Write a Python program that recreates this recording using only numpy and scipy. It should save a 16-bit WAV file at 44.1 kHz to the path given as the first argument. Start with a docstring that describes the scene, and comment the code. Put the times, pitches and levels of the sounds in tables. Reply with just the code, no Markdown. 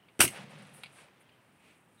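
"""On a wooden porch, a palm slams the plastic plunger of a glass soda bottle sealed by a marble.
The marble cracks free and rings the glass, gas rushes out of the neck and the bottle thumps the boards.
The loose marble clinks, then tiny bursting bubbles fizz and settle. The plastic cap clicks and leaks
a little gas as the hand lifts away. Behind it are soft outdoor air, a rustle of clothes and
faint, bird-like whistles."""
import sys
import numpy as np
from scipy import signal
from scipy.fft import rfft, irfft, next_fast_len
from scipy.io import wavfile
from scipy.ndimage import map_coordinates

SR = 44100
rng = np.random.default_rng(int(sys.argv[2]) if len(sys.argv) > 2 else 0)


def inscribe(sig):
    """Save sig as 16-bit PCM at rate SR to the path in sys.argv[1].

    A 1-D sig is mono; a 2-D sig holds one channel per row.
    Samples are clipped to [-1, 1] before scaling.
    """
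    pcm = np.round(np.clip(np.atleast_2d(sig).T, -1, 1) * 32767)
    wavfile.write(sys.argv[1], SR, pcm.astype(np.int16))


N = 88200  # samples: 2 seconds

# A "colour" says how strong low and high pitches are. A "fade" is the time taken to fall by 60 dB.
# Levels in colours, notes and tone bands are relative: they set the balance within that sound.
# colour of the outdoor air (frequency [Hz], level [dB])
AIR_COLOUR = [(25, -11.5), (50, -11), (110, 1.5), (250, -1), (500, -6.5), (1200, -9.5), (2700, -14),
              (4500, -27.5), (7500, -32.5), (15500, -29.5)]
# far-off whistles (time [s], length [s], start pitch [Hz], end pitch [Hz], level [dB])
WHISTLES = [(-.06, .2, 3110, 2760, -73), (1.189, .22, 3364, 2940, -75), (1.971, .06, 3870, 3740, -68.5)]
# colour of rubbing cloth (frequency [Hz], level [dB])
CLOTH_COLOUR = [(200, -5), (900, -7), (1600, -4.5), (2500, 5), (3600, -7), (5500, -16), (15500, -27)]
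# how long the porch echoes (frequency [Hz], fade [s])
ECHO_FADES = [(150, 0.24), (2500, 0.23), (8000, 0.17), (15000, 0.066)]

# how the foam swells and settles (time [s], level [dB])
FOAM_LEVELS = [(0, -76), (.2, -74), (.26, -62), (.315, -54.5), (.366, -46), (.42, -51), (.488, -59.5),
               (.515, -54), (.61, -55.5), (.73, -61), (.79, -59.5), (.92, -64), (.975, -59), (1.02, -57.5),
               (1.1, -68), (1.4, -72.5), (2, -84)]
# the foam's dull colour (frequency [Hz], level [dB])
FOAM_COLOUR = [(100, -23.5), (250, -5.5), (550, 6), (1100, 1.5), (2600, 1.5), (3700, -5.5), (5500, -13),
               (7500, -19.5), (12000, -34), (15500, -37.5)]
# how the fine fizz comes and goes (time [s], level [dB])
FIZZ_LEVELS = [(0, -88), (.2, -77), (.3, -58), (.37, -61), (.488, -80), (.512, -68), (.56, -73), (.62, -73),
               (.735, -74), (.83, -66), (.89, -74.5), (1.0, -64), (1.1, -83), (1.37, -85), (1.68, -74.5),
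               (1.85, -80.5), (2, -77)]
# the fizz's bright colour (frequency [Hz], level [dB])
FIZZ_COLOUR = [(3000, -26), (7600, -4.5), (8300, 5.5), (10000, 2), (11400, -5.5), (12300, -22.5),
               (15500, -19.5)]
# small bursts in the foam (time [s], level [dB])
FOAM_BURSTS = [(.503, -73.5), (0.586, -66), (0.622, -62), (.667, -65), (0.696, -69.5), (1.945, -70.5)]

# fingers click and brush the cap (time [s], level [dB], fade [s], treble cutoff [Hz])
CAP_TOUCHES = [(.085, -52.5, 0.064, 2320), (0.8348, -33, 0.018, 11000), (0.8371, -33.5, 0.013, 11000),
               (.8430, -52, 0.11, 11000), (0.859, -47.5, 0.054, 7000), (.986, -42.5, 0.03, 2000),
               (1.083, -49, 0.021, 1700), (1.212, -55.5, .03, 2192), (1.292, -60, 0.043, 6000)]
# notes the plastic cap rings with (frequency [Hz], level [dB], fade [s])
CAP_NOTES = [(1030, -11.5, .04), (1490, -10, .04), (2270, 1.5, .032), (2360, -2.5, .025), (2605, -8, .025),
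             (3220, -6, .028)]
# colour of a touch on the cap (frequency [Hz], level [dB])
CAP_COLOUR = [(200, -24), (700, -12.5), (1800, -11.5), (2300, 5.5), (3000, -2), (4800, -5.5), (5700, -48),
              (7200, -27), (9000, -13), (11300, -17), (12300, -34), (15500, -34)]
# gas leaks past the plunger (time [s], length [s], level [dB])
LEAKS = [(0.734, 0.066, -57), (0.923, .04, -67.5), (1.198, 0.028, -68)]
# colour of the leaking gas (frequency [Hz], level [dB])
LEAK_COLOUR = [(3000, -33.5), (7400, -15), (9000, 5), (10600, -0.5), (11800, -6.5), (12400, -13),
               (15500, -18)]

# the marble rattles in the neck (time [s], level [dB])
CLINKS = [(.2525, -27), (0.2777, -28), (0.287, -39)]
# tone bands of a clink (frequency [Hz], width [Hz], level [dB])
MARBLE_BANDS = [(2098, 70, -2), (2870, 160, -5), (4100, 400, -22), (6500, 410, -15), (8940, 480, -15),
                (10950, 810, -16)]
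# the bottle is driven onto the boards (time [s], level [dB])
THUMPS = [(0.1947, -20.5), (0.2039, -23.5), (.2190, -34), (.2390, -24), (0.2637, -37.5)]
# notes the boards ring with (frequency [Hz], level [dB], fade [s])
BOARD_NOTES = [(105, -16, .13), (136, -13, 0.14), (245, -8, .08), (282, -6, .08), (340, -5, 0.053),
               (368, -4.5, 0.0694), (410, -8.5, 0.01), (657, -12, 0.067), (748, -15, 0.027)]
# the boards rumble as the bottle settles (time [s], level [dB])
RUMBLE_LEVELS = [(.19, -92), (.28, -55), (.42, -53.5), (.49, -52), (.6, -55), (.73, -61.5), (.88, -64),
                 (1.0, -73.5), (1.3, -81)]
# tone bands of that rumble (frequency [Hz], width [Hz], level [dB])
RUMBLE_BANDS = [(110, 26, -11), (141, 16, 3), (205, 36, -2), (560, 10, -10.5)]

# tone bands of gas blowing through the neck (frequency [Hz], width [Hz], level [dB])
NECK_BANDS = [(1300, 250, -12.5), (2300, 390, -9), (2880, 93, 1), (5600, 500, -11.5), (8090, 74, 6.5),
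              (8470, 260, 0), (9270, 170, 3.5), (10100, 500, -6), (11450, 700, -8.5)]
# colour of the rushing jet of gas (frequency [Hz], level [dB])
JET_COLOUR = [(60, -28), (200, -5), (340, 0.5), (500, -7.5), (700, -0.5), (1000, -6), (3100, -1),
              (4000, -5.5), (7000, -6.5), (8000, -9.5), (11800, -1), (12300, -6), (15500, -6.5)]
# the plunger strikes and the marble breaks free (time [s], level [dB], fade [s])
CRACKS = [(0.1923, -36, 0.19), (0.2023, -24, .02), (0.205, -10.5, .012), (0.2069, -9.5, .016),
          (0.215, -15, .014)]
# colour of a crack (frequency [Hz], level [dB])
CRACK_COLOUR = [(60, -35), (200, -13), (350, -6.5), (500, -12), (700, -3.5), (950, -15), (1450, 3),
                (1850, -6), (2800, 0.5), (4100, -15), (4700, -10.5), (5200, -12), (5900, -4), (6800, -19),
                (8400, -2.5), (11500, -13.5), (15500, -22.5)]
# notes the glass bottle rings with (frequency [Hz], level [dB], fade [s])
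GLASS_NOTES = [(1362, -10, 0.12), (1461, -4.5, 0.1), (1566, -5, .1), (2370, -11, 0.14),
               (2820, -10.5, 0.044), (4745, -7.5, 0.12), (6095, -6, .13), (8265, -4.5, 0.11),
               (8680, -3, 0.18), (9750, -8.5, .13)]


def gain(db):
    """Turn decibels into a number to multiply a sound by."""
    return 10 ** (np.asarray(db) / 20)


def normalise(x):
    """Scale a sound to an average power of 1."""
    return x / np.sqrt(np.mean(x ** 2) + 1e-20)


def value_at(points, hz):
    """Read between (frequency, value) points, giving every octave equal room."""
    frequencies, values = np.transpose(points)
    return np.interp(np.log(hz + 1), np.log(frequencies + 1), values)


def since(start_s):
    """Seconds since the start, zero before it."""
    return np.maximum(np.arange(N) / SR - start_s, 0)


def level_curve(points):
    """Join (time, level) points into a gain for every sample."""
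    return gain(np.interp(since(0), *np.transpose(points)))


def filtered(x, response):
    """Turn each frequency of a sound up or down by response(hz)."""
    size = next_fast_len(N + SR // 2)
    return irfft(rfft(x, size) * response(np.fft.rfftfreq(size, 1 / SR)), size)[:N]


def coloured(x, colour):
    """Give a sound a colour and an average power of 1."""
    return normalise(filtered(x, lambda hz: gain(value_at(colour, hz))))


def noise(colour):
    """A steady hiss of the given colour."""
    return coloured(rng.standard_normal(N), colour)


def band_noise(bands):
    """Hiss that rings in a few tone bands, like breath blown through a tube."""
    def response(hz):
        return sum((-1) ** k * gain(db) * 1j * hz * width / (centre ** 2 - hz ** 2 + 1j * hz * width)
                   for k, (centre, width, db) in enumerate(bands))
    return normalise(filtered(rng.standard_normal(N), response))


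def strike(start_s, fade_s, rise_s=0.000072):
    """The loudness of a hit: it jumps up, then dies away."""
    t = since(start_s)
    return (1 - np.exp(-t / rise_s)) * gain(-60 * t / fade_s)


def ring(start_s, notes, rise_s=.0002, scatter_db=4.5):
    """A struck object rings with fading notes, in a different balance each time."""
    t = since(start_s)[:SR // 2 + round(start_s * SR)]
    out = np.zeros(len(t))
    for hz, db, fade_s in notes:
        struck_db = db + scatter_db * rng.standard_normal()
        out += gain(struck_db - 60 * t / fade_s) * np.sin(2 * np.pi * hz * t)
    return np.pad(out * (1 - np.exp(-t / rise_s)), (0, N - len(t)))


def snap(start_s, colour):
    """One sharp click of the given colour, with a total energy of 1."""
    size = next_fast_len(N + SR // 2)
    log_gain = np.log(gain(value_at(colour, np.fft.rfftfreq(size, 1 / SR))))
    # pack the energy at the very start, with nothing ahead of it (minimum phase)
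    one_sided = irfft(log_gain, size) * (1 + np.sign(np.fft.fftfreq(size)))
    click = irfft(np.exp(rfft(one_sided)), size)
    return np.pad(click / np.linalg.norm(click), (round(start_s * SR), 0))[:N]


def bubbling(colour, bubbles_per_s=1600, pop_share=0.34):
    """Tiny bubbles burst at random over a hiss; pop_share is their part of the power."""
    pops = (rng.random(N) < bubbles_per_s / SR) * rng.standard_normal(N)
    return np.sqrt(pop_share) * coloured(pops, colour) + np.sqrt(1 - pop_share) * noise(colour)


def outdoor_air(level_db=-65.5):
    """The air makes a low, steady hush."""
    return gain(level_db) * noise(AIR_COLOUR)


def far_whistles(blur_hz=233):
    """Falling, bird-like whistles, blurred by distance."""
    out = np.zeros(N)
    blur = normalise(filtered(rng.standard_normal(N), lambda hz: np.exp(-(hz / blur_hz) ** 2)))
    for start_s, length_s, start_hz, end_hz, db in WHISTLES:
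        progress = np.clip(since(start_s) / length_s, 0, 1)
        phase = 2 * np.pi * np.cumsum(start_hz + (end_hz - start_hz) * progress) / SR
        swell = np.sqrt(abs(np.sin(np.pi * progress)))
        out += gain(db) * swell * normalise(blur * np.sin(phase))
    return out


def clothes(peak_s=1.682, width_s=0.083, level_db=-63.5):
    """Cloth rubs in one soft swell as the arms spread."""
    swell = np.exp(-((since(0) - peak_s) / width_s) ** 2)
    return gain(level_db) * swell * noise(CLOTH_COLOUR)


def porch_echo(sound, level_db=-18.5, delay_s=.008):
    """The porch throws back a short, weak echo whose treble dies first."""
    hz, t, spectrum = signal.stft(rng.standard_normal(SR // 2), SR, nperseg=256)
    fading = gain(-60 * t / value_at(ECHO_FADES, hz)[:, None])
    tail = signal.istft(spectrum * fading, SR, nperseg=256)[1]
    delayed = np.pad(tail / np.linalg.norm(tail), (round(delay_s * SR), 0))
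    return gain(level_db) * signal.fftconvolve(sound, delayed)[:N]


def fizz(sputter_db=1.5, sputters_per_s=91):
    """Foam rises in the neck under a fine fizz that sputters, wobbling quickly in loudness."""
    foam = level_curve(FOAM_LEVELS) * bubbling(FOAM_COLOUR)
    wobble = map_coordinates(rng.standard_normal(N // 100), [since(0) * sputters_per_s])
    sputter = level_curve(FIZZ_LEVELS) * gain(sputter_db * wobble)
    bursts = sum(gain(db) * strike(start_s, fade_s=0.041) for start_s, db in FOAM_BURSTS)
    return foam + (sputter + bursts) * bubbling(FIZZ_COLOUR)


def cap_clicks(ring_db=-7):
    """Fingers make short, dry clicks on the plastic cap; a softer touch is duller."""
    out = np.zeros(N)
    click = snap(0, CAP_COLOUR)
    for start_s, db, fade_s, cutoff_hz in CAP_TOUCHES:
        contact = signal.fftconvolve(strike(start_s, fade_s) * rng.standard_normal(N), click)[:N]
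        plastic = gain(ring_db) * ring(start_s, CAP_NOTES)
        soften = signal.butter(2, cutoff_hz, fs=SR, output="sos")
        out += gain(db) * signal.sosfilt(soften, contact + plastic)
    return out


def gas_leaks(edge_s=0.0039, sag_db_per_s=80):
    """Small spurts of gas slip past the plunger as the hand eases off."""
    out = np.zeros(N)
    hiss = noise(LEAK_COLOUR)
    for start_s, length_s, db in LEAKS:
        t = since(start_s)
        opening = 1 - np.exp(-t / edge_s)
        closing = np.exp(-since(start_s + length_s) / edge_s)
        out += gain(db - sag_db_per_s * t) * opening * closing * hiss
    return out


def marble_clinks():
    """The freed marble knocks dully in the wet neck."""
    knocks = sum(gain(db) * strike(start_s, fade_s=0.033) for start_s, db in CLINKS)
    return knocks * band_noise(MARBLE_BANDS)


def boards():
    """The porch boards thump under the bottle and rumble on."""
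    thumps = sum(gain(db) * ring(start_s, BOARD_NOTES, rise_s=.0015) for start_s, db in THUMPS)
    return thumps + level_curve(RUMBLE_LEVELS) * band_noise(RUMBLE_BANDS)


def gas_burst(start_s=0.2073, level_db=-18, rise_s=0.0011, jet_db=-3):
    """Gas rushes through the neck: it weakens while the pressure lasts, then dies quickly."""
    sag_db_per_s, pressure_lasts_s = 231, 0.045
    drop_db, drop_s = 13, 0.019  # the extra fall once the pressure is spent
    t = since(start_s)
    spent = 1 - np.exp(-since(start_s + pressure_lasts_s) / drop_s)
    loudness = gain(level_db - sag_db_per_s * t - drop_db * spent) * (1 - np.exp(-t / rise_s))
    return loudness * (band_noise(NECK_BANDS) + gain(jet_db) * noise(JET_COLOUR))


def plunger_pop(snap_db=12, ring_db=-19):
    """The plunger knocks the marble free: each crack is a snap, a noisy tail and a ring of glass."""
    out = np.zeros(N)
    for start_s, db, fade_s in CRACKS:
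        click = gain(snap_db) * snap(start_s, CRACK_COLOUR)
        tail = strike(start_s, fade_s) * noise(CRACK_COLOUR)
        glass = gain(ring_db) * ring(start_s, GLASS_NOTES)
        out += gain(db) * (click + tail + glass)
    return out


def scene():
    """Mix the nearby sounds, their echo and the background into one channel."""
    near = plunger_pop() + boards() + gas_burst() + gas_leaks()
    near += marble_clinks() + cap_clicks() + fizz() + clothes()
    return (near + porch_echo(near) + far_whistles() + outdoor_air())[None]


def record(dry):
    """A small microphone loses the deep bass, rounds the tallest peaks and cuts the highest treble."""
    low_cut_hz, top_hz, overload_level = 80, 15800, .72
    thin = signal.sosfilt(signal.butter(2, low_cut_hz, "highpass", fs=SR, output="sos"), dry[0])
    rounded = thin / (1 + (thin / overload_level) ** 6) ** (1 / 6)
    return filtered(rounded, lambda hz: 1 / (1 + (hz / top_hz) ** 200))[None]


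dry = scene()
out = record(dry)
inscribe(out)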